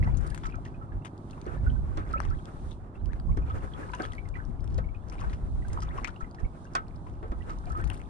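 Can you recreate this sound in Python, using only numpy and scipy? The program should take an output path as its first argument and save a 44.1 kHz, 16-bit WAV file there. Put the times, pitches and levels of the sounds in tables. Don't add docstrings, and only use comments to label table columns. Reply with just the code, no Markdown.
import sys
import numpy as np
from scipy import signal
from scipy.fft import rfft, irfft, next_fast_len
from scipy.io import wavfile
from scipy.ndimage import uniform_filter1d, map_coordinates

SR = 44100
rng = np.random.default_rng(int(sys.argv[2]) if len(sys.argv) > 2 else 0)


def put_to_file(sound):
    columns = np.atleast_2d(sound).T
    safe = np.clip(columns, -1, 1)
    whole_steps = np.round(safe * 32767)
    wavfile.write(sys.argv[1], SR, whole_steps.astype(np.int16))


N = 356769

# start_s, hold_s, fall_db_per_s, slosh_db, froth_db
CATCHES = [(1.475, 0.009, 84, -50, -68), (3.543, .013, 23.5, -50, -65.5), (5.176, 0.061, 124.5, -47.5, -69),
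           (7.512, 0.012, 71, -50.5, -82)]
CATCH_RISE_DB_PER_S = 109
# start_s, length_s, slosh_db, froth_db
SWIRLS = [(.01, 0.24, -53, -72.5), (2.01, 0.14, -49, -61), (3.794, 0.21, -47, -72), (5.733, 0.29, -49, -72),
          (7.73, 0.15, -51.5, -72.5)]
SWIRL_RISE_DB_PER_S, SWIRL_FALL_DB_PER_S = 227, 72.5
FROTH_LAG_S = 0.069
LAP_DELAY_S, LAP_WIDTH_S, LAP_DB = 0.38, 0.046, -6.5
IDLE_SLOSH_DB, IDLE_FROTH_DB = -64, -94.5
# pitch_hz, level_db
SLOSH_SPECTRUM = [(100, -38.5), (220, 8), (350, 12), (550, 7.5), (900, -1.5), (1400, 2.5), (2200, -9),
                  (4000, -25.5)]
# pitch_hz, level_db
SPRAY_SPECTRUM = [(500, -26), (1000, -13), (1800, 27), (2800, -10), (4000, -24), (8000, -39), (10000, -25),
                  (12000, -31), (15000, -23)]

# start_s, level_db, t60_s (time to fall 60 dB), pitch_hz, pan_db
SPLASHES = [(0.034, -37.5, 0.21, 1480, -1), (0.077, -49, 0.23, 1080, -16), (0.302, -50.5, 0.13, 1950, 11),
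            (0.344, -40, 0.2, 1900, 22.5), (0.434, -36.5, 0.23, 1690, 8), (.651, -43, 0.13, 1810, 9),
            (1.048, -36.5, .1, 2050, 9.5), (1.055, -36.5, 0.041, 1790, 17), (1.298, -52.5, 0.18, 2320, 6),
            (1.97, -45, 0.15, 1320, -15), (2.224, -44, 0.22, 1850, 18), (2.71, -50.5, 0.21, 2920, 8),
            (3.12, -50, 0.16, 1700, 16), (3.498, -41, 0.089, 1590, -9), (3.934, -37, 0.065, 1800, 2.5),
            (4.029, -37, 0.15, 1910, 6.5), (4.7, -54.5, 0.41, 4200, 8), (4.785, -48, .1, 1470, 5.5),
            (5.12, -37.5, .2, 1760, 12.5), (5.191, -38.5, 0.19, 1750, 11), (5.297, -41.5, 0.088, 1850, 6),
            (5.33, -36.5, 0.071, 1730, 4.5), (5.819, -36.5, .14, 1790, 6.5),
            (5.976, -36.5, 0.11, 1730, 7.5), (6.075, -33.5, 0.077, 1880, 11),
            (7.067, -48.5, 0.45, 1800, 9.5), (7.495, -36, .12, 1580, -12), (7.666, -46.5, 0.13, 1570, 0),
            (7.899, -37.5, 0.41, 1810, 12)]
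# pitch_hz, level_db
SHOWER_SPECTRUM = [(500, -4.5), (1000, 7), (1800, 6), (3000, -1), (4200, -11), (5500, -5.5), (9000, -12.5),
                   (11000, -17), (15000, -41)]
SHOWER_HZ = 1800
PLIP_DB, PLIP_SPREAD, PLIP_CYCLES = 0, 0.45, 18

# start_s, pitch_hz, level_db, t60_s,
# pan_db
BUBBLES = [(.027, 2000, -31, 0.0094, -11), (0.072, 1930, -40.5, 0.033, -1), (.075, 770, -29, 0.011, -16),
           (.088, 950, -38.5, 0.035, -12), (0.135, 1500, -52, .02, -1), (.432, 2260, -54, 0.018, -5),
           (0.45, 1300, -36.5, 0.039, -2.5), (.492, 2280, -50, 0.018, 10), (.507, 2650, -56, 0.017, 7),
           (.522, 2440, -46.5, 0.023, -6), (.542, 1355, -35.5, 0.015, -3), (.543, 2320, -49, 0.024, -1),
           (.583, 684, -41, 0.027, -1), (.659, 1830, -41, 0.014, -7), (.743, 2470, -55, 0.049, -4),
           (0.812, 1310, -47, 0.13, -14), (0.92, 1600, -43, 0.01, -2), (1.02, 2660, -63, 0.03, -8),
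           (1.332, 2580, -50.5, 0.011, 15), (1.512, 2480, -62, 0.046, 6), (1.573, 1720, -47, 0.036, 4),
           (1.664, 1442, -33.5, 0.083, -8), (1.7, 3030, -48.5, 0.015, 1), (1.762, 1490, -44, 0.024, 2),
           (1.988, 1210, -44, 0.014, 12), (2.136, 1298, -26.5, 0.06, -14), (2.158, 553, -39, 0.068, 2),
           (2.308, 1326, -38.5, 0.049, 9), (2.389, 3150, -57, 0.016, 15), (2.716, 3560, -43.5, 0.007, 13),
           (2.954, 2620, -55, 0.025, 4), (3.29, 1070, -43, 0.051, -6), (3.318, 2160, -52, 0.018, -8),
           (3.424, 2380, -54, .02, 9), (3.474, 2350, -53.5, 0.029, -4), (3.501, 1250, -36, 0.086, 4),
           (3.736, 3200, -42.5, 0.011, -17), (3.83, 1640, -39, 0.021, 0), (3.934, 964, -35, 0.065, 10),
           (3.935, 1470, -29.5, 0.0095, 14), (3.935, 2600, -37, 0.0075, 22), (3.948, 2800, -46, 0.016, -8),
           (3.985, 2840, -53, .02, 4), (3.999, 733, -34.5, 0.1, 8), (4.004, 1526, -29.5, 0.028, 14),
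           (4.031, 1240, -40, 0.083, -8), (4.04, 3250, -44, .012, 14), (4.133, 1950, -43, .018, 12),
           (4.181, 2220, -37, 0.039, 0), (4.255, 2060, -48.5, .025, -2), (4.34, 2320, -44, 0.037, -4),
           (4.354, 1945, -38, 0.034, -34), (4.387, 1490, -45, 0.085, 0), (4.784, 674, -38.5, 0.035, 6),
           (4.785, 483, -35.5, 0.034, -4), (4.841, 2170, -49, 0.021, -4), (4.887, 2220, -50, 0.028, 2),
           (4.946, 2470, -50, 0.046, -4), (5.182, 2270, -47, .015, 2), (5.218, 1090, -36, 0.019, 21),
           (5.244, 1510, -38, 0.036, 0), (5.622, 1930, -48, 0.019, -13), (5.701, 2030, -48, 0.019, -7),
           (5.649, 1527, -44.5, 0.036, -15), (5.773, 1120, -29, 0.013, -8), (5.826, 1230, -38, 0.023, -15),
           (5.923, 2650, -58, .012, 10), (5.94, 1260, -43, 0.017, 8), (5.983, 1055, -29.5, 0.034, 27),
           (6.047, 2150, -18.5, 0.0042, 24), (6.076, 1350, -43, 0.027, 24), (6.161, 2760, -48, 0.013, -9),
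           (6.207, 1300, -35, 0.025, 1), (6.242, 1990, -47.5, 0.032, -10), (6.385, 1790, -43, 0.031, -5),
           (6.447, 2200, -45, 0.03, -3), (6.652, 1550, -46, 0.025, 10), (6.667, 2720, -60, .025, 9),
           (7.065, 997, -44, 0.065, 15), (7.408, 1920, -49, 0.041, -9), (7.422, 2820, -50, 0.007, -17),
           (7.499, 1227, -39, 0.058, -3), (7.668, 2340, -52.5, 0.049, -1), (7.67, 703, -40.5, 0.081, 3),
           (7.704, 1300, -34, 0.032, 1), (7.753, 1240, -37.5, 0.13, -4), (7.797, 1490, -36.5, 0.035, -1),
           (7.821, 1790, -44.5, 0.078, 11), (7.901, 2750, -32.5, 0.0039, 14), (7.999, 2120, -51, 0.02, 12)]
# start_s, start_hz, end_hz, length_s, level_db, pan_db
GLUGS = [(0.311, 1470, 2060, 0.025, -42.5, 2), (1.912, 986, 1460, 0.024, -45, -15),
         (2.166, 2120, 2720, .022, -44.5, 20), (2.226, 1250, 2220, .016, -46, 13),
         (2.313, 1290, 2320, 0.046, -46.5, 6), (3.086, 1380, 2220, .04, -52.5, 18),
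         (5.904, 1680, 2470, 0.019, -46.5, 18), (6.045, 2020, 3020, 0.011, -36.5, 20),
         (6.079, 1184, 1750, .018, -37, 23), (6.207, 1420, 2780, 0.027, -48.5, 14)]
# start_s, tick_db, tick_hz, spatter_t60_s, plop_db, pan_db
DROPS = [(.170, -38, 6500, 0.025, -66, 11), (0.211, -49, 8000, 0.0054, -67, 11),
         (.264, -40, 8350, 0.037, -53, 11), (.299, -39, 8500, 0.033, -55, 0),
         (0.346, -31.5, 7800, 0.0098, -37, 4), (.377, -40, 6900, 0.012, -30, 8),
         (0.4554, -42, 5500, .04, -30, -18), (0.5557, -46.5, 6100, 0.009, -57, 10),
         (0.6505, -47.5, 6000, 0.023, -53, -8), (1.048, -43, 7640, 0.037, -39, 6),
         (1.177, -51.5, 4650, .02, -65, 10), (1.309, -45, 3960, 0.012, -65, 8),
         (1.4148, -40.5, 3460, .006, -68, 7), (2.13, -41, 5360, 0.0055, -53, 15),
         (2.203, -32, 3000, 0.0026, -18.5, 22), (2.2195, -48, 5500, .005, -60, 18),
         (2.2515, -46, 3200, 0.012, -32, 16), (2.3027, -47, 5000, .008, -45, 10),
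         (2.4556, -39, 3760, 0.0034, -77, 13), (2.708, -44, 4000, .035, -70, 6),
         (3.057, -44, 2970, 0.0088, -56, 10), (3.1331, -64, 3970, 0.021, -34, 27),
         (3.199, -47.5, 4700, 0.0046, -41, 7), (3.5822, -48, 4800, .005, -65, -8),
         (3.918, -44, 4700, .008, -53, -8), (3.95, -34.5, 6300, 0.0094, -55, -21),
         (4.0205, -36.5, 4700, 0.0069, -48, 13), (4.026, -49, 6950, 0.039, -55, 4),
         (4.0522, -48, 3200, 0.012, -28, 10), (4.119, -36, 3200, 0.02, -47, 6),
         (4.1337, -42, 7700, 0.0063, -42, 8), (4.148, -45, 10100, 0.016, -65, 1),
         (4.2868, -44, 7740, .006, -47, 9), (4.4505, -49, 5700, 0.012, -69, -12),
         (4.604, -53.5, 4540, 0.014, -72, 3), (4.6427, -47, 6000, 0.0045, -62, 2),
         (4.6766, -44.5, 3550, 0.009, -65, 5), (4.743, -46, 5330, .012, -65, -2),
         (4.779, -40.5, 4030, 0.021, -48, 2), (5.081, -50, 6000, .03, -62, 3),
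         (5.0988, -36.5, 5240, 0.0022, -60, 6), (5.128, -50, 8440, 0.04, -51, 3),
         (5.1986, -41, 3000, .04, -53, 1), (5.681, -38.5, 8500, 0.026, -52, 3),
         (5.7303, -33, 6600, 0.012, -45, -6), (5.8022, -38, 4000, 0.022, -50, 4),
         (5.8192, -36.5, 5540, .045, -50, 4), (6.045, -29, 5700, 0.0085, -29, 9),
         (6.0743, -38, 3240, .006, -30, 14), (6.202, -50, 6530, 0.054, -70, 5),
         (6.311, -46.5, 4340, 0.0064, -65, 2), (6.347, -51, 5000, .02, -41, -1),
         (6.3934, -52, 5500, 0.04, -50, -18), (6.642, -51, 5600, 0.044, -60, 5),
         (6.734, -46, 6000, 0.022, -65, -7), (6.8817, -50.5, 4700, 0.0056, -65, 10),
         (6.954, -52.5, 4970, 0.032, -68, 8), (7.28, -52, 4100, 0.012, -65, 0),
         (7.505, -45, 4230, 0.011, -55, -3), (7.5852, -45, 4930, .006, -65, -7),
         (7.6562, -43, 4100, 0.0047, -56, 0), (7.694, -45, 6960, 0.033, -50, -8),
         (7.7189, -40, 7700, .04, -62, 2), (7.77, -44, 9100, 0.025, -58, 3),
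         (7.8116, -47, 8500, .02, -55, 13), (7.8406, -39.5, 6900, .045, -32, 7),
         (7.874, -43, 8500, .025, -38, 1), (7.9005, -31, 9000, 0.0036, -45, 14),
         (7.932, -41.5, 8500, .05, -46, 3), (7.97, -45, 7900, .04, -55, 3), (7.992, -48, 8450, .04, -60, 6)]
TICK_Q, SNAP_DB = 5, -6

# start_s, rattle_db, rattle_t60_s, thud_db, thud_hz,
# crack_db, cross_ring_db
KNOCKS = [(1.463, -46, 0.24, 14, 360, -8, -9), (1.9723, -35.5, 0.13, 2.5, 306, -9.5, -17),
          (3.371, -37, 0.1, 5, 323, -10.5, -27), (3.999, -32.5, 0.059, 4, 303, -26, -12),
          (4.783, -37, 0.086, -3, 485, -22, -18), (6.7511, -19, 0.1, -21.5, 340, -8.5, -20.5),
          (7.228, -47, 0.21, 10, 445, -17, -10), (7.318, -43.5, 0.076, 10.5, 300, -13, -10.5)]
# pitch_hz, width_hz, level_db
WALL = [(333, 14, -11.5), (493, 7.9, 5), (687, 15, 9), (770, 47, 17.5), (918, 11, 9.5), (1098, 83, 13.5),
        (1490, 300, 12), (1790, 210, 8.5), (2080, 82, 3), (2640, 180, -27), (3220, 320, -1)]
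# pitch_hz, width_hz, level_db
CROSS_MODES = [(720, 70, -27), (1256, 19, 4.5), (1310, 19.7, 6), (1530, 19, 0)]
# pitch_hz, lead_radians
PORT_PHASE = [(0, -6), (400, 1), (700, 0.93), (1000, 1.5), (1400, 4), (1850, 4.0), (2400, 4.5), (3300, 7.5),
              (5000, 7.5), (8000, 10)]

TRICKLE_DB, TINKLE_DB = -72, -87
TRICKLE_FOLLOWS = .55

# time_s, level_db, pan_db
BREEZE = [(0, -18, -1), (.17, -24, 19), (.35, -35, 15), (.8, -43, -3), (1.1, -61, 10), (1.4, -46, -10),
          (1.66, -25, -2.5), (1.92, -33, -5), (2.33, -32.5, 0), (2.47, -50, 7), (2.62, -37, -1),
          (2.92, -49, 2), (3.3, -27.5, -8.5), (3.9, -44, 10.5), (4.4, -35.5, 11), (4.75, -31.5, 11),
          (5.02, -42.5, 12), (5.25, -32, 2.5), (5.8, -31.5, -3), (6.02, -36.5, 5), (6.12, -42, 11),
          (6.65, -49, -2), (7.4, -38.5, -2.5), (7.84, -32, 5.5), (8.09, -44, 12)]
# centre_s, width_s, level_db, pan_db
PUFFS = [(.47, 0.02, -32.5, 14), (0.961, 0.024, -32.5, 2), (1.79, 0.012, -28, -5), (2.3, 0.043, -30, -9),
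         (3.068, 0.05, -30, -9.5), (3.307, 0.019, -25, 24), (4.495, 0.013, -26, 20), (4.611, 0.01, -33, 19),
         (4.755, 0.052, -26.5, 1), (6.23, 0.0072, -30.5, 24), (6.448, 0.014, -25.5, -9.5),
         (7.31, 0.0056, -27, -1), (7.851, 0.018, -26, 8)]
STRONGEST_PUFF_DB = -22
# pitch_hz, level_db
AIR_SPECTRUM = [(12, -19), (25, -3), (45, 3), (70, -1.5), (110, -8), (160, -33), (250, -39), (400, -43.5),
                (800, -49.5), (2000, -104)]
# pitch_hz, level_db
EDDY_SPECTRUM = [(60, -28), (120, 9.5), (170, 5), (250, -5), (400, -17.5), (800, -39), (2000, -54)]

# time_s, level_db
RUMBLE_LEVEL = [(0, -47.5), (1.4, -46.5), (2.8, -48), (8.09, -47)]
# pitch_hz, level_db
RUMBLE_SPECTRUM = [(20, -3), (60, 2), (105, -3.5), (155, -0.5), (200, -1), (330, -7), (400, -10.5),
                   (480, -14.5), (800, -11.5), (1200, -17.5), (1600, -30), (2200, -44), (9000, -58),
                   (12000, -54.5)]
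# pitch_hz, likeness
RUMBLE_ALIKE = [(60, 0.71), (110, 0.96), (180, 0.95), (330, 0.96), (540, 0.87), (940, -0.028), (1300, -1.1),
                (2800, 0.075)]

CYCLE_HZ = 17.0
CARRY_HZ = 422
# lateness_s, level_db
CYLINDERS = [(0, 0), (.0007, -8), (-.0005, -10)]
# pitch_hz, width_hz, level_db
EXHAUST = [(105.3, 30.4, 2), (153.4, 24, -1), (204.3, 35, -13), (257.5, 27, -6.5), (327, 39.5, -7.5),
           (392.7, 38, -11)]
# time_s, level_db
ENGINE_LEVEL = [(0, -44.5), (1.5, -45.5), (2.8, -48), (5, -52.5), (8.09, -50.5)]

# start_s, start_hz, end_hz, length_s, level_db
WHISTLES = [(.66, 4100, 5100, .08, -87), (1.49, 2950, 4500, .12, -79), (2.93, 3050, 4750, .115, -80.5),
            (4.95, 2850, 4100, .13, -82)]
# time_s, level_db
HISS_LEVEL = [(0, -89), (.3, -68.5), (.55, -74), (.8, -81), (1.25, -76.5), (1.35, -71.5), (1.72, -73),
              (2.2, -75.5), (2.35, -73.5), (2.46, -71.5), (2.7, -67), (2.78, -78.5), (2.92, -90),
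              (3.08, -76), (3.43, -81), (3.58, -72.5), (4.05, -69), (4.3, -78), (4.55, -79.5), (5.0, -80),
              (5.15, -73), (5.38, -74.5), (5.55, -71), (6.02, -73.5), (6.15, -75), (6.45, -77.5),
              (6.6, -70.5), (6.75, -77.5), (7.3, -76.5), (7.5, -70.5), (7.9, -77), (8.09, -72)]
# pitch_hz, level_db
HISS_SPECTRUM = [(1200, -42), (2400, 1), (3500, 12), (5000, 6), (7200, 5.5), (8400, 9), (9400, 10),
                 (10200, 5), (11200, -22), (15000, -42)]

TOP_HZ = 15450


def churn():
    stir, froth = stroke()
    slosh = stir * amp(-0.5 + 6.07 * wobble(25)) * noise(SLOSH_SPECTRUM, [(200, 0.13), (900, 0.035)])
    gurgle = stir * amp(-5.5) * swarm(count=1100, centre_hz=1250, spread=.3, cycles=22, scatter_db=4)
    fizz = froth * amp(3.5) * swarm(count=750, centre_hz=2100, spread=.3, cycles=26, scatter_db=4.5)
    crackle = froth * amp(-9) * swarm(count=1100, centre_hz=5800, spread=.35, cycles=10, scatter_db=4.5)
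    spray = froth * amp(-19 + 5 * wobble(110)) * noise(SPRAY_SPECTRUM, [(1000, .4), (5000, .1)])
    return aboard(fizz + crackle + spray, hull_db=23.0) + aboard(slosh + gurgle, hull_db=5)


def stroke():
    slosh, froth = [np.full(N, amp(IDLE_SLOSH_DB))], [np.full(N, amp(IDLE_FROTH_DB))]
    for s, hold, fall_rate, slosh_db, froth_db in CATCHES:
        catch = surge(s, hold, CATCH_RISE_DB_PER_S, fall_rate)
        slosh.append(amp(slosh_db) * catch)
        froth.append(amp(froth_db) * catch)
    for s, length, slosh_db, froth_db in SWIRLS:
        swirl = surge(s, length, SWIRL_RISE_DB_PER_S, SWIRL_FALL_DB_PER_S)
        lap = amp(LAP_DB) * swell(s + length + LAP_DELAY_S, LAP_WIDTH_S)
        slosh.append(amp(slosh_db) * (swirl + lap))
        late_swirl = surge(s + FROTH_LAG_S, length, SWIRL_RISE_DB_PER_S, SWIRL_FALL_DB_PER_S)
        froth.append(amp(froth_db) * late_swirl)
    return np.linalg.norm(slosh, axis=0), np.linalg.norm(froth, axis=0)


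def splashes():
    out, t = np.zeros((2, N)), np.arange(SR // 4) / SR
    for s, db, t60, hz, pan_db in SPLASHES:
        shower = spatter(t, t60, spikiness=1.0) * (1 - np.exp(-t / .002))
        shower = filtered(shower, lambda f: amp(along(SHOWER_SPECTRUM, f * SHOWER_HZ / hz)))
        plip = peaked(plips(t, 1.098 * hz, t60, count=28))
        splash = peaked(peaked(shower) + amp(PLIP_DB) * plip)
        add(out, s, amp(db) * panned(pan_db) * splash)
    return aboard(out, hull_db=6.0)


def plips(t, centre_hz, t60, count):
    delays = t60 / 2 * rng.random((count, 1)) ** 2
    hz = centre_hz * np.exp(PLIP_SPREAD * rng.standard_normal((count, 1)))
    rings = bubble(np.maximum(t - delays, 0), hz, PLIP_CYCLES / hz, rise=.15, attack=.0004)
    return (amp(-40 * delays / t60) * rings).sum(0)


def bubbles():
    out, t = np.zeros((2, N)), np.arange(SR // 8) / SR
    for s, hz, db, t60, pan_db in BUBBLES:
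        ring = bubble(t, hz, t60, rise=.12, attack=.002)
        froth = spatter(t, min(.055, 0.01 + 3 * t60), spikiness=1.0) * (1 - np.exp(-t / 0.0028))
        froth = filtered(froth, lambda f: resonance(f, hz, hz / 2) ** 2)
        add(out, s, amp(db) * panned(pan_db) * (peaked(ring) + amp(-7) * peaked(froth)))
    return aboard(scattered(out, wet_db=-9.0, t60=0.12), hull_db=3.5)


def glugs():
    out = np.zeros((2, N))
    for s, start_hz, end_hz, length, db, pan_db in GLUGS:
        u = np.linspace(0, 1, int(length * SR))
        hz = start_hz * (end_hz / start_hz) ** u * (1 + .04 * wobble(500)[:len(u)])
        tone = np.sin(2 * np.pi * np.cumsum(hz) / SR)
        fade = np.sqrt(u) * (1 - u) * amp(3 * wobble(250)[:len(u)])
        add(out, s, amp(db) * panned(pan_db) * peaked(tone * fade))
    return aboard(scattered(out, wet_db=-10.5, t60=0.053), hull_db=-5)


def drops():
    out, t = np.zeros((2, N)), np.arange(SR // 12) / SR

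    def snap(f):
        return resonance(f, 4000, 4400) * resonance(f, 7100, 8000)

    for s, tick_db, hz, t60, plop_db, pan_db in DROPS:
        impact = peaked(spatter(t, t60, spikiness=.9) * (1 - np.exp(-8 * t / t60)))
        tick = filtered(impact, lambda f: resonance(f, hz, hz / TICK_Q) + amp(SNAP_DB) * snap(f))
        push = (t == 0) + amp(-12) * spatter(t, 0.005, spikiness=0.2)
        plop = filtered(push, lambda f: resonance(f, 1250, 1000) ** 2)
        add(out, s, panned(pan_db) * (amp(tick_db) * peaked(tick) + amp(plop_db) * peaked(plop)))
    return aboard(scattered(out, wet_db=-12, t60=0.082), hull_db=-3.5)


def knocks():
    out, t = np.zeros((2, N)), np.arange(SR // 3) / SR

    def wall_response(f):
        return modes(f, WALL) / (1 + (f / 3200) ** 4)

    for s, db, t60, thud_db, thud_hz, crack_db, ring_db in KNOCKS:
        contact = np.array([spatter(t, t60, spikiness=0.27) for port in range(2)])
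        wall = filtered(contact, wall_response)
        thud = filtered(spatter(t, 1.02 * t60, spikiness=0.017), lambda f: resonance(f, thud_hz, 232) ** 2)
        crack_fade = amp(-60 * t / .016) + amp(-10) * amp(-60 * t / .07)
        crack = rng.standard_normal((2, len(t))) * crack_fade * (1 - np.exp(-t / 0.0005))
        crack = filtered(crack, lambda f: resonance(f, 5200, 3100) ** 2)
        ring = sum(amp(level) * np.sin(2 * np.pi * hz * t) * np.exp(-np.pi * width * t)
                   for hz, width, level in CROSS_MODES)
        ring = peaked(ring * t) * np.array([[1], [-1]])
        blow = peaked(wall) + amp(thud_db) * peaked(thud) + amp(crack_db) * peaked(crack) + amp(ring_db) * ring
        add(out, s, amp(db) * blow)
    out = filtered(out, lambda f: amp(along([(7000, 1.34), (10000, 6.1), (12000, 1)], f)))
    return aboard(out, hull_db=18)


def trickle():
    froth = stroke()[1]
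    small = amp(TRICKLE_DB) * swarm(count=320, centre_hz=2000, spread=.25, cycles=26, scatter_db=3)
    tiny = amp(TINKLE_DB) * swarm(count=320, centre_hz=5200, spread=.24, cycles=14, scatter_db=4)
    return aboard(unit(froth) ** TRICKLE_FOLLOWS * (small + tiny), hull_db=2.0)


def buffet():
    breeze_db, pan_db = curves(BREEZE)
    strength = amp(breeze_db) * panned(pan_db)
    for s, width, db, puff_pan_db in PUFFS:
        strength = np.hypot(strength, amp(db) * panned(puff_pan_db) * swell(s, width))
    air = noise(AIR_SPECTRUM, [(40, 0.38), (200, 0.015)])
    air = air / np.sqrt(np.abs(uniform_filter1d(air ** 2, size=3500)) + 0.062)
    lumps = strength * amp(2.9 * np.array([wobble(21), wobble(18)]))
    push = np.minimum(lumps, amp(STRONGEST_PUFF_DB)) * air
    eddy_strength = np.minimum(strength, amp(STRONGEST_PUFF_DB)) ** 1.428
    return push + eddy_strength * noise(EDDY_SPECTRUM, [(200, 0.21)])


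def bird():
    out = np.zeros((2, N))
    for s, start_hz, end_hz, length, db in WHISTLES:
        u = np.linspace(0, 1, int(length * SR))
        quaver = wobble(120)[:len(u)]
        hz = (start_hz + (end_hz - start_hz) * u ** 1.3) * (1 + .01 * quaver)
        tone = np.sin(2 * np.pi * np.cumsum(hz) / SR)
        add(out, s, amp(db + 2.5 * quaver) * tone * np.sin(np.pi * u))
    return scattered(out, wet_db=-6, t60=.1)


def engine():
    level_db, = curves(ENGINE_LEVEL)
    cycles, firings = np.arange(1, N / SR * CYCLE_HZ - 1), np.zeros(N + SR)
    for k, (late, db) in enumerate(CYLINDERS):
        when = (cycles - 1 + (k + .5) / len(CYLINDERS)) / CYCLE_HZ + late
        firings[(when * SR).astype(int)] = amp(db + rng.standard_normal(len(when)))

    def carried(f):
        pipe = sum((-1) ** k * amp(db) * resonance(f, hz, width) for k, (hz, width, db) in enumerate(EXHAUST))
        return pipe / (1 + (f / CARRY_HZ) ** 12)

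    return amp(level_db) * unit(filtered(firings[:N], carried))


def rumble():
    level_db, = curves(RUMBLE_LEVEL)
    distant = amp(level_db) * noise(RUMBLE_SPECTRUM, RUMBLE_ALIKE)
    balance_db = [(300, -0.5), (850, -5.5), (1300, -22.0), (3000, -1.0)]  # pitch_hz, pan_db
    return filtered(distant, lambda f: panned(along(balance_db, f)))


def hiss():
    level_db, = curves(HISS_LEVEL)
    level_db = level_db + 1.6 * wobble(13)
    return amp(level_db) * panned(3.3) * noise(HISS_SPECTRUM, [(2500, 0.57), (7000, -0.52)])


def aboard(x, hull_db):
    ring = filtered(x.mean(0), lambda f: modes(f, CROSS_MODES))
    sides = np.array([[1], [-1]])
    direct = filtered(x, lambda f: np.exp(.5j * along(PORT_PHASE, f) * sides))
    return direct + amp(hull_db) * np.array([ring, -ring])


def scattered(x, wet_db, t60):
    t = np.arange(SR // 12) / SR
    tail = rng.standard_normal((2, len(t))) * amp(-60 * t / t60) * (1 - np.exp(-t / 0.00042))
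    return x + amp(wet_db) * signal.fftconvolve(x, tail / np.linalg.norm(tail[0]), axes=1)[:, :N]


def bubble(t, hz, t60, rise, attack):
    phase = 2 * np.pi * hz * t * (1 + rise * np.minimum(t / t60, 1) / 2)
    return np.sin(phase) * amp(-60 * t / t60) * (1 - np.exp(-t / attack))


def swarm(count, centre_hz, spread, cycles, scatter_db):
    when, size, place = rng.random((count, 3)).T
    hz = np.clip(centre_hz * np.exp(spread * rng.standard_normal(count)), 300, 13000)[:, None]
    t = np.arange(SR // 30) / SR
    rings = bubble(t, hz, cycles / hz, rise=.2, attack=.0006)
    rings = rings * amp(-scatter_db * np.log(size + 0.009))[:, None]
    index = (when * N).astype(int)[:, None] + np.arange(len(t))
    ports = [np.bincount(index.ravel(), (rings * gain[:, None]).ravel(), N)[:N]
             for gain in panned(24 * (place - .5))]
    return unit(np.array(ports))


def spatter(t, t60, spikiness):
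    bursts = np.exp(spikiness * rng.standard_normal(len(t) // 32 + 1)).repeat(32)[:len(t)]
    return rng.standard_normal(len(t)) * bursts * amp(-60 * t / t60)


def surge(s, hold, rise_rate, fall_rate):
    t = np.arange(N) / SR - s
    return amp(rise_rate * np.minimum(t, 0) - fall_rate * np.maximum(t - hold, 0))


def swell(s, width):
    return np.exp(-((np.arange(N) / SR - s) / width) ** 2 / 2)


def amp(db):
    return 10 ** (np.asarray(db) / 20)


def unit(x):
    return x / np.sqrt(np.mean(x ** 2) + 1e-20)


def peaked(x):
    return x / (np.abs(x).max() + 1e-20)


def along(points, hz):
    f, v = np.transpose(points)
    return np.interp(np.log(hz + 1), np.log(f + 1), v)


def curves(rows):
    s, *cols = np.transpose(rows)
    return [np.interp(np.arange(N) / SR, s, c) for c in cols]


def wobble(rate):
    return map_coordinates(rng.standard_normal(int(N * rate / SR) + 4), [np.arange(N) * rate / SR])


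def filtered(x, response):
    n = x.shape[-1]
    m = next_fast_len(n + 8192)
    return irfft(rfft(x, m) * response(np.fft.rfftfreq(m, 1 / SR)), m)[..., :n]


def resonance(f, hz, width):
    return 1j * f * width / (hz * hz - f * f + 1j * f * width)


def modes(f, table):
    return sum(amp(db) * resonance(f, hz, width) for hz, width, db in table)


def noise(spectrum, alike):
    def mid_side(hz):
        turn = np.arccos(np.clip(along(alike, hz), -1, 1)) / 2
        return amp(along(spectrum, hz)) * [np.cos(turn), np.sin(turn)]

    mid, side = filtered(rng.standard_normal((2, N)), mid_side)
    return unit(np.array([mid + side, mid - side]))


def panned(pan_db):
    gains = amp(np.array([np.atleast_1d(pan_db), -np.atleast_1d(pan_db)]) / 2)
    return gains / np.sqrt(np.mean(gains ** 2, axis=0))


def add(track, s, sound):
    part = track[:, max(round(s * SR), 0):][:, :sound.shape[-1]]
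    part += sound[..., :part.shape[1]]


def scene():
    water = churn() + splashes() + bubbles() + glugs() + drops() + trickle()
    background = bird() + engine() + rumble() + hiss()
    return water + knocks() + buffet() + background


def record(dry):
    treble_db = [(9500, 0.5), (11500, -12.0), (15000, -19.5)]  # pitch_hz, level_db
    return filtered(dry, lambda hz: amp(along(treble_db, hz)) * (hz < TOP_HZ))


dry = scene()
out = record(dry)
put_to_file(out)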